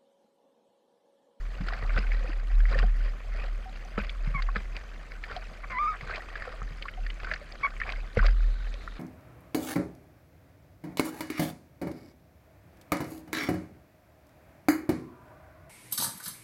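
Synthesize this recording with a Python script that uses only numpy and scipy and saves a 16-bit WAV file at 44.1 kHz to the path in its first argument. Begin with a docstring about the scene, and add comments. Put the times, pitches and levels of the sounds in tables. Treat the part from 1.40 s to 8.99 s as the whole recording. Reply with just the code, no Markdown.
"""A low hum and lapping water open the scene: a surfboard is paddled through foam, heard in a sealed case on its nose.
Slaps are pulsed sines that ring the board's modes; splats are puffs of filtered noise around bubbles.
Splash and gurgle are shaped noise and bubble rings; rubber squeaks are stacks of partials with a rasp.
Air pockets hum as brief sines, a slow bending mode and a weaker neighbour beat in the board,
and the sea hisses dully as shaped noise, joined near the end by a steady hiss of foam."""
import sys
import numpy as np
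from scipy import signal
from scipy.fft import rfft, irfft
from scipy.io import wavfile
from scipy.ndimage import uniform_filter1d

SR = 44100
rng = np.random.default_rng(int(sys.argv[2]) if len(sys.argv) > 2 else 0)


def output_pcm(signal):
    """Save a mono or channel-first signal as 16-bit PCM at the path in sys.argv[1].

    Samples are clipped to [-1, 1] before scaling.
    """
    pcm = np.clip(np.atleast_2d(signal).T, -1, 1) * 32767
    wavfile.write(sys.argv[1], SR, np.round(pcm).astype(np.int16))


N = 334719  # length in samples

# bending of the whole board: t/s, level/dB
BENDING = [(0, -34), (.4, -32.5), (.47, -28), (.64, -24), (1.03, -31), (1.14, -19), (1.41, -22.5),
           (1.58, -21.5), (1.8, -37.5), (2.03, -28), (2.37, -41), (3.01, -26.5), (3.45, -41.5),
           (5.18, -43.5), (5.26, -32.5), (5.49, -46), (5.6, -31), (6.13, -48), (6.55, -33.5), (6.75, -41.5),
           (6.81, -21.5), (6.92, -18), (7.03, -22.5), (7.59, -44.5)]
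# spectral colour that case and board give the water: f/Hz, relative density/dB per Hz
CASE_COLOUR = [(200, -25.5), (300, -29), (470, -3.5), (620, -7), (740, -3), (900, -21.5), (1150, -3),
               (1600, -4.5), (2250, -4.5), (2700, -12.5), (3700, -20), (4800, -16), (5600, -32),
               (8000, -35.5), (15000, -87)]


def amp(db):
    """Level definition: an amplitude ratio is ten to the power dB/20."""
    return 10 ** (np.asarray(db) / 20)


def evened(x):
    """Normalisation: dividing by the root mean square gives rms one."""
    return x / np.sqrt(np.mean(x ** 2) + 1e-20)


def read(points, hz):
    """Spectral envelope: interpolate linearly over logarithmic frequency."""
    f, value = np.transpose(points)
    return np.interp(np.log(hz + 1), np.log(f + 1), value)


def curve(rows, t):
    """Time envelope: interpolate each column linearly over time."""
    s, *columns = np.transpose(rows)
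    return [np.interp(t, s, c) for c in columns]


def add(mix, s, sound):
    """Superposition: pressures sum, here from s seconds onward."""
    part = mix[max(round(s * SR), 0):][:len(sound)]
    part += sound[:len(part)]


def wander(size, span):
    """Slow random drift of rms one: white noise under two moving averages."""
    smooth = uniform_filter1d(rng.standard_normal(size), span)
    return evened(uniform_filter1d(smooth, span))


def noise(shape, size, patchy_db, flicker_db):
    """Random short-time spectra: patches in time and pitch, and a flicker shared by all pitches."""
    hop = size // 4
    frames, hz = N // hop + 5, np.fft.rfftfreq(size, 1 / SR)
    real, imaginary, patches = rng.standard_normal((frames, len(hz), 3)).T
    patches = uniform_filter1d(patches, size=5, axis=0)  # over pitch
    patches = evened(uniform_filter1d(patches, size=8, axis=1))  # over time
    flicker = wander(frames, span=3)
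    level_db = read(shape, hz)[:, None] + patchy_db * patches + flicker_db * flicker
    spectra = (real + 1j * imaginary) * amp(level_db)
    return evened(signal.istft(spectra, nperseg=size, noverlap=size - hop)[1][:N])


def puff(size, hz, octaves):
    """Band-pass filtering: noise in the colour of the case, gathered around one pitch."""
    f = np.fft.rfftfreq(size, 1 / SR)
    band = 1 + (np.log2((f + 1) / hz) / octaves) ** 4
    gain = amp(read(CASE_COLOUR, f)) / band
    return evened(irfft(rfft(rng.standard_normal(size)) * gain, size))


def bubble(hz, cycles, glide):
    """Damped resonance: a softly started ring dies to 1/e in so many cycles and may rise in pitch."""
    turns = np.arange(2048) / SR * hz
    ring = np.sin(2 * np.pi * turns * (1 + glide * turns / cycles))
    return ring * np.exp(-turns / cycles) * (1 - np.exp(-turns / 0.5)) ** 2


def flex():
    """Beating of modes: the bending tone wavers in pitch and throbs against a weaker, lower mode."""
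    bend_hz, beat_hz = 38.55, 4.27
    lower_share, beat_top_s = 0.36, 0.043  # amplitude ratio; a moment when both modes agree in phase
    t = np.arange(N) / SR
    level_db, = curve(BENDING, t)
    turns = np.cumsum(bend_hz * (1 + 0.0417 * wander(N, span=2500))) / SR
    lower_turns = turns - beat_hz * (t - beat_top_s)
    modes = np.sin(2 * np.pi * turns) + lower_share * np.sin(2 * np.pi * lower_turns)
    return np.sqrt(2) * amp(level_db) * modes


def slap(level_db, hz, ring_db):
    """Impulse excitation: a brief push with a rising gulp behind it also rings the board's modes."""
    # modes of the board: f/Hz, relative level/dB, 60 dB decay time/s
    modes = [(60.8, -4.5, 0.39), (201.6, -1.5, 0.16), (451, 5, 0.031)]
    t = np.arange(12000) / SR
    push = np.sin(2 * np.pi * hz * t) * np.exp(-((t * hz - .8) / 0.57) ** 2)
    add(push, 1 / hz, 0.3 * bubble(hz, 3.7, 0.05))  # the gulp, one cycle later
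    phase = 0.27 * rng.random(len(modes))  # in turns
    ring = np.zeros(len(t))
    for (f, db, t60), p in zip(modes, phase):
        ring += amp(db - 60 * t / t60) * np.sin(2 * np.pi * (f * t + p))
    onset = 1 - np.exp(-t / 0.00052)
    return amp(level_db) * (push + amp(ring_db) * ring * onset)


def splat(level_db, hz, treble_db):
    """Trapped-bubble resonance in a puff of spray, with a brighter tick; big ones spatter longer."""
    t = np.arange(2048) / SR
    gone = np.clip(0.017 + 0.0013 * (level_db + 32.5), .008, .05)  # s until the puff is 60 dB down
    rise = 1 - np.exp(-(t / 0.0009) ** 2)
    spatter = 0.5 * puff(len(t), hz, 0.61) * amp(-60 * (t / gone) ** 1.6)
    body = spatter + 1.38 * bubble(hz, 5.36, 0.0093)
    tick = amp(treble_db) * puff(len(t), 4280, 0.74) * amp(-60 * (t / (0.7 * gone)) ** 2.57)
    return amp(level_db) * rise * (body + tick)


def squeak(rows):
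    """Stick-slip friction: quick slips make a stack of partials, uneven and rasping at light pressure."""
    # the deck's effect on the second partial: its f/Hz, level against the first/dB
    deck_lift = [(2000, -2.5), (2200, 4), (2300, -7), (2410, -27.5)]
    # partials three to six, relative to the first two: level/dB
    upper_levels = [-39, -40, -52, -58]
    rasp_db, deck_hz, deck_db = -1, 2230, -22  # noise gains scaled by the first partial's level
    t = np.arange(rows[0][0], rows[-1][0], 1 / SR)
    hz, first_db = curve(rows, t)
    second_db = first_db + read(deck_lift, 2 * hz)
    # weak squeaks stand for light pressure: loose nears one
    loose = np.clip((-33.5 - np.maximum(first_db, second_db)) / 10, .04, 1)
    drift = 0.0092 * wander(len(t), span=150)
    jitter = 0.05 * loose * wander(len(t), span=40)
    phase = 2 * np.pi * np.cumsum(hz * (1 + drift + jitter)) / SR
    upper = np.zeros(len(t))
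    for k, db in enumerate(upper_levels):
        upper += amp(db + 2.5 * wander(len(t), span=200)) * np.sin((k + 3) * phase)
    tone = amp(first_db) * np.sin(phase) + (amp(first_db) + 2 * amp(second_db)) * upper
    tone = tone + amp(second_db + 1.2 * wander(len(t), span=120)) * np.cos(2 * phase)
    tone = (1 - .6 * loose) * tone
    rasp = amp(rasp_db) * loose * puff(len(t), 1200, 0.85)
    deck_ring = amp(deck_db) * puff(len(t), deck_hz, 0.04)
    tone = tone + amp(first_db) * (rasp + deck_ring)
    grip = 1 + 0.11 * wander(len(t), span=120) + 0.12 * loose * wander(len(t), span=40)
    fade = np.minimum(np.minimum(t - t[0], t[-1] - t) / 0.0026, 1)
    return np.sqrt(2) * tone * grip * fade


def bloop(db, hz, length):
    """Air-pocket resonance: a tone of steady pitch starts quickly, sags a little and dies steeply."""
    t = np.arange(4096) / SR
    fall_db = -4. * t / length - 2400 * np.maximum(t - length, 0)
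    shape = np.minimum(t / 0.002, 1) * amp(fall_db)
    return amp(db) * shape * np.sin(2 * np.pi * hz * t)


def water():
    """Superposed turbulence: hiss and bubbles, a lumpy low slosh, fine droplets and the far sea."""
    # slosh along the hull: f/Hz, relative density/dB per Hz
    hull_colour = [(40, 2.5), (60, 12), (100, -10.5), (150, -10), (220, -12.5), (270, -20.5), (400, -24.5),
                   (800, -66.5)]
    # far surf: f/Hz, relative density/dB per Hz
    sea_colour = [(200, 10.5), (500, 4), (900, -5.5), (1500, 0), (2300, -22.5), (3000, -4), (4800, -15),
                  (6300, -10.5), (9000, -20.5), (15000, -27.5)]
    t = np.arange(N) / SR
    splash_db = np.interp(t, t[::64], splash_level(t[::64]))
    bend_db, = curve(BENDING, t)
    bubbles = gurgle(850, 4.8)
    bubble_db = -0.1 + 0.18 * (splash_db + 48)  # against the hiss: stronger splashes are more bubbly
    hiss = noise(CASE_COLOUR, size=256, patchy_db=2.5, flicker_db=3.5)
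    splash = hiss + amp(bubble_db) * bubbles
    stir_db = 0.81 * (splash_db + 53.0) + 0.33 * (bend_db + 37.5)  # splash and bending stir the hull
    slosh = amp(-50.5 + stir_db) * noise(hull_colour, size=1024, patchy_db=1.5, flicker_db=0.5)
    droplets = amp(-69.5 + 0.33 * (splash_db + 53.5)) * spray(50, 3)
    sea = amp(-57) * noise(sea_colour, size=1024, patchy_db=3.0, flicker_db=1.24)
    return amp(splash_db) * splash + slosh + droplets + sea


def splash_level(t):
    """Energy addition: splashes build up, hold and drain over calm lapping; result in dB."""
    # splashes along the board: top t/s, level/dB, build-up time/s, hold time/s
    surges = [(0.262, -47.5, 0.22, 0.27), (0.57, -38, 0.058, 0.0038), (0.686, -49.5, 0.071, 0.24),
              (1.298, -41.5, 0.025, 0.096), (1.659, -47, 0.1, 0.0045), (2.038, -46, 0.26, .005),
              (2.58, -38.5, 0.0072, .005), (2.857, -48.5, 0.037, .005), (3.152, -44.5, 0.014, 0.0035),
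              (3.352, -48.5, 0.036, 0.0046), (3.914, -43, 0.076, .005), (4.304, -45, 0.012, 0.021),
              (4.705, -43.5, 0.16, 0.049), (4.997, -51.5, 1, 0.16), (5.914, -44.5, 0.22, .005),
              (6.21, -50, 0.027, 0.0057), (6.482, -43, 0.075, 0.0046), (6.771, -41.5, 0.015, 0.0054),
              (6.847, -40, 0.031, 0.0045)]
    calm_db, build_db, drain_db_per_s = -54.5, 20.5, 180  # lapping, climb over the build-up, fall
    power = amp(2 * calm_db)
    for top, db, build, hold in surges:
        before_db = build_db * np.maximum(top - t, 0) / build
        after_db = drain_db_per_s * np.maximum(t - top - hold, 0)
        power = power + amp(2 * (db - np.minimum(before_db + after_db, 100)))
    return 10 * np.log10(power)


def gurgle(per_s, spread_db):
    """Bubble resonance at random instants: many small strengths, a few large, coloured by the case."""
    strike = rng.random(N) < per_s / SR
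    size = amp(spread_db * np.minimum(rng.exponential(1, N), 3.5)) * strike
    pitches = np.geomspace(400, 6000, 40)
    kind, out = rng.integers(0, len(pitches), N), np.zeros(N)
    for k, hz in enumerate(pitches):
        long, glide = rng.random(2)
        cycles = (2.0 + 8 * long ** 2) * np.sqrt(hz / 1500)
        gain_db = read(CASE_COLOUR, hz) + 1.48 * np.log2(hz / 1500)
        ring = amp(gain_db) * bubble(hz, cycles, 0.032 * glide)
        out += signal.oaconvolve(size * (kind == k), ring)[:N]
    return evened(out)


def spray(per_s, spread_db):
    """Random impacts: fine droplets tick on the case as short rings in the treble."""
    strike = rng.random(N) < per_s / SR
    size = amp(spread_db * np.minimum(rng.exponential(1, N), 4.5)) * strike
    kind, out = rng.integers(0, 12, N), np.zeros(N)
    for k, hz in enumerate(np.geomspace(3000, 13000, 12)):
        ring = amp(0.26 * read(CASE_COLOUR, hz)) * bubble(hz, 4.1, 0.011)
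        out += signal.oaconvolve(size * (kind == k), ring)[:N]
    return evened(out)


def foam():
    """Band-shaped noise: foam left by the last slap sets in as a fine hiss and stays."""
    # foam hiss: f/Hz, relative density/dB per Hz
    foam_colour = [(2000, -45), (3000, -20), (3650, 0), (4200, -3), (5200, -22), (7000, -55)]
    start_s, rise_s, level_db = 6.87, .1, -63
    swell = np.clip((np.arange(N) / SR - start_s) / rise_s, 0, 1)
    return amp(level_db) * swell * noise(foam_colour, size=512, patchy_db=1.0, flicker_db=.6)


def scene():
    """Superposition of the continuous sources and the timed events."""
    # waves slapping the hull: t/s, level/dB, push f/Hz, board ring against the push/dB
    slaps = [(0.205, -23.5, 147, -26), (.217, -28, 183, -18), (0.425, -30, 86, -10), (0.582, -39, 204, 6),
             (1.43, -28.5, 154, -2.5), (2.579, -30, 202, 4), (2.872, -25, 137, -34),
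             (2.947, -26.5, 139, -28), (3.162, -34, 180, 1.5), (4.626, -34, 128.4, -14),
             (5.216, -36, 109, -8), (5.309, -36, 138, -14), (6.7715, -19, 100, -6)]
    # drops and hand splashes on the deck: t/s, level/dB, f/Hz, treble tick against the body/dB
    splats = [(0.284, -27.5, 1360, -12.5), (0.325, -34.5, 702, -17), (0.334, -28.5, 1680, -18),
              (0.44, -32.5, 1290, -27), (0.494, -31, 2110, -31), (0.503, -31, 1520, -28),
              (0.573, -25.5, 1510, -27), (0.587, -32, 2620, -15), (0.667, -29.5, 2150, -27),
              (0.718, -28.5, 2170, -24), (0.843, -36, 500, -28), (1.203, -33.5, 1620, -14),
              (1.254, -29.5, 1870, -36), (1.325, -34, 1430, -23), (1.388, -26, 1740, -8.5),
              (1.427, -28.5, 1500, -25), (1.436, -31.5, 706, -29), (2.577, -25, 1270, -32),
              (2.694, -28, 3300, -33), (3.021, -29, 1850, -7), (3.087, -28, 1066, -39),
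              (3.158, -23, 1680, -29), (3.163, -25, 1243, -17), (3.365, -37, 2300, 3),
              (3.718, -34, 2140, -13), (3.838, -26.5, 2090, -21), (3.964, -40, 650, 8),
              (4.609, -30.5, 2140, -16), (4.695, -29, 1280, -27), (4.708, -28.5, 1530, -25),
              (4.749, -33, 2300, -25), (4.758, -31, 2230, -7), (4.779, -35, 1100, -30),
              (4.955, -28, 1680, -20), (4.975, -31.5, 1920, -21), (4.998, -35, 2230, -25),
              (5.021, -29.5, 1730, -16.5), (5.074, -34, 488, -29), (5.077, -32.5, 1296, -22),
              (5.217, -31.5, 1250, -33), (5.423, -27, 2970, -24), (5.454, -31, 1084, -19),
              (5.483, -25, 2210, -37), (5.664, -30, 1790, -14.5), (5.701, -29, 2920, -21),
              (5.8, -31.5, 1630, -17), (5.845, -33.5, 1510, -9), (5.87, -29.5, 1450, -35),
              (5.913, -21, 1680, -25), (5.936, -25.5, 1720, -11.5), (5.96, -29.5, 1780, -30),
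              (6.122, -37.5, 4780, -17), (6.247, -23.5, 1118, -38), (6.365, -35.5, 2230, -37),
              (6.401, -26.5, 2030, -21.5), (6.415, -22.5, 1760, -38), (6.434, -30, 2260, -28),
              (6.465, -33, 1560, -29), (6.491, -27, 2350, -32), (6.5, -33.5, 2270, -7),
              (6.521, -36, 1024, 3), (6.534, -33.5, 1520, -32), (6.559, -33.5, 2040, -29),
              (6.771, -27, 2070, -18.5), (6.79, -19.5, 1470, -40), (6.827, -26.5, 1055, -28),
              (6.863, -28, 1780, -4.5), (6.883, -29, 1580, -24), (7.005, -38, 1460, -27),
              (7.34, -42.5, 557, 8.5), (7.476, -31, 1330, -31)]
    # wet rubber slipping and sticking, one list per squeak: t/s, f/Hz, first partial level/dB
    squeaks = [
        [(2.936, 1033, -61), (2.947, 1153, -32.5), (2.962, 1109, -35.5), (2.982, 1050, -40),
         (2.998, 1053, -36.5), (3.012, 1050, -56)],
        [(4.228, 1005, -58), (4.245, 1134, -35.5), (4.258, 1120, -74)],
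        [(4.298, 1103, -45), (4.33, 1044, -39), (4.342, 992, -36.5), (4.383, 1008, -32.5), (4.389, 1161, -28.5),
         (4.425, 1216, -25.5), (4.472, 1193, -28.5), (4.488, 1288, -26), (4.525, 1208, -35), (4.575, 1415, -50)],
        [(6.227, 934, -48), (6.236, 1105, -31), (6.248, 1125, -24.5), (6.266, 1100, -31), (6.275, 1490, -41),
         (6.29, 1390, -46.5)],
    ]
    # air pockets along the rail: t/s, level/dB, f/Hz, time to the steep fall/s
    bloops = [(0.891, -35.5, 308, 0.012), (2.257, -42, 755, 0.04), (2.452, -41.5, 745, 0.0097),
              (3.963, -33, 725, 0.018), (5.575, -40, 737, 0.018), (6.014, -40.5, 582, 0.014),
              (6.77, -15, 485, 0.0048)]
    mix = flex() + water() + foam()
    for s, *row in slaps:
        add(mix, s, slap(*row))
    for s, *row in splats:
        add(mix, s, splat(*row))
    for rows in squeaks:
        add(mix, rows[0][0], squeak(rows))
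    for s, *row in bloops:
        add(mix, s, bloop(*row))
    return mix[None]


def record(dry):
    """Band limitation: a linear-phase low-pass removes the highest treble."""
    edge_hz = 15030
    lowpass = signal.firwin(511, edge_hz, window=("kaiser", 9), fs=SR)
    return signal.oaconvolve(dry, lowpass[None], "same")


dry = scene()
out = record(dry)
output_pcm(out)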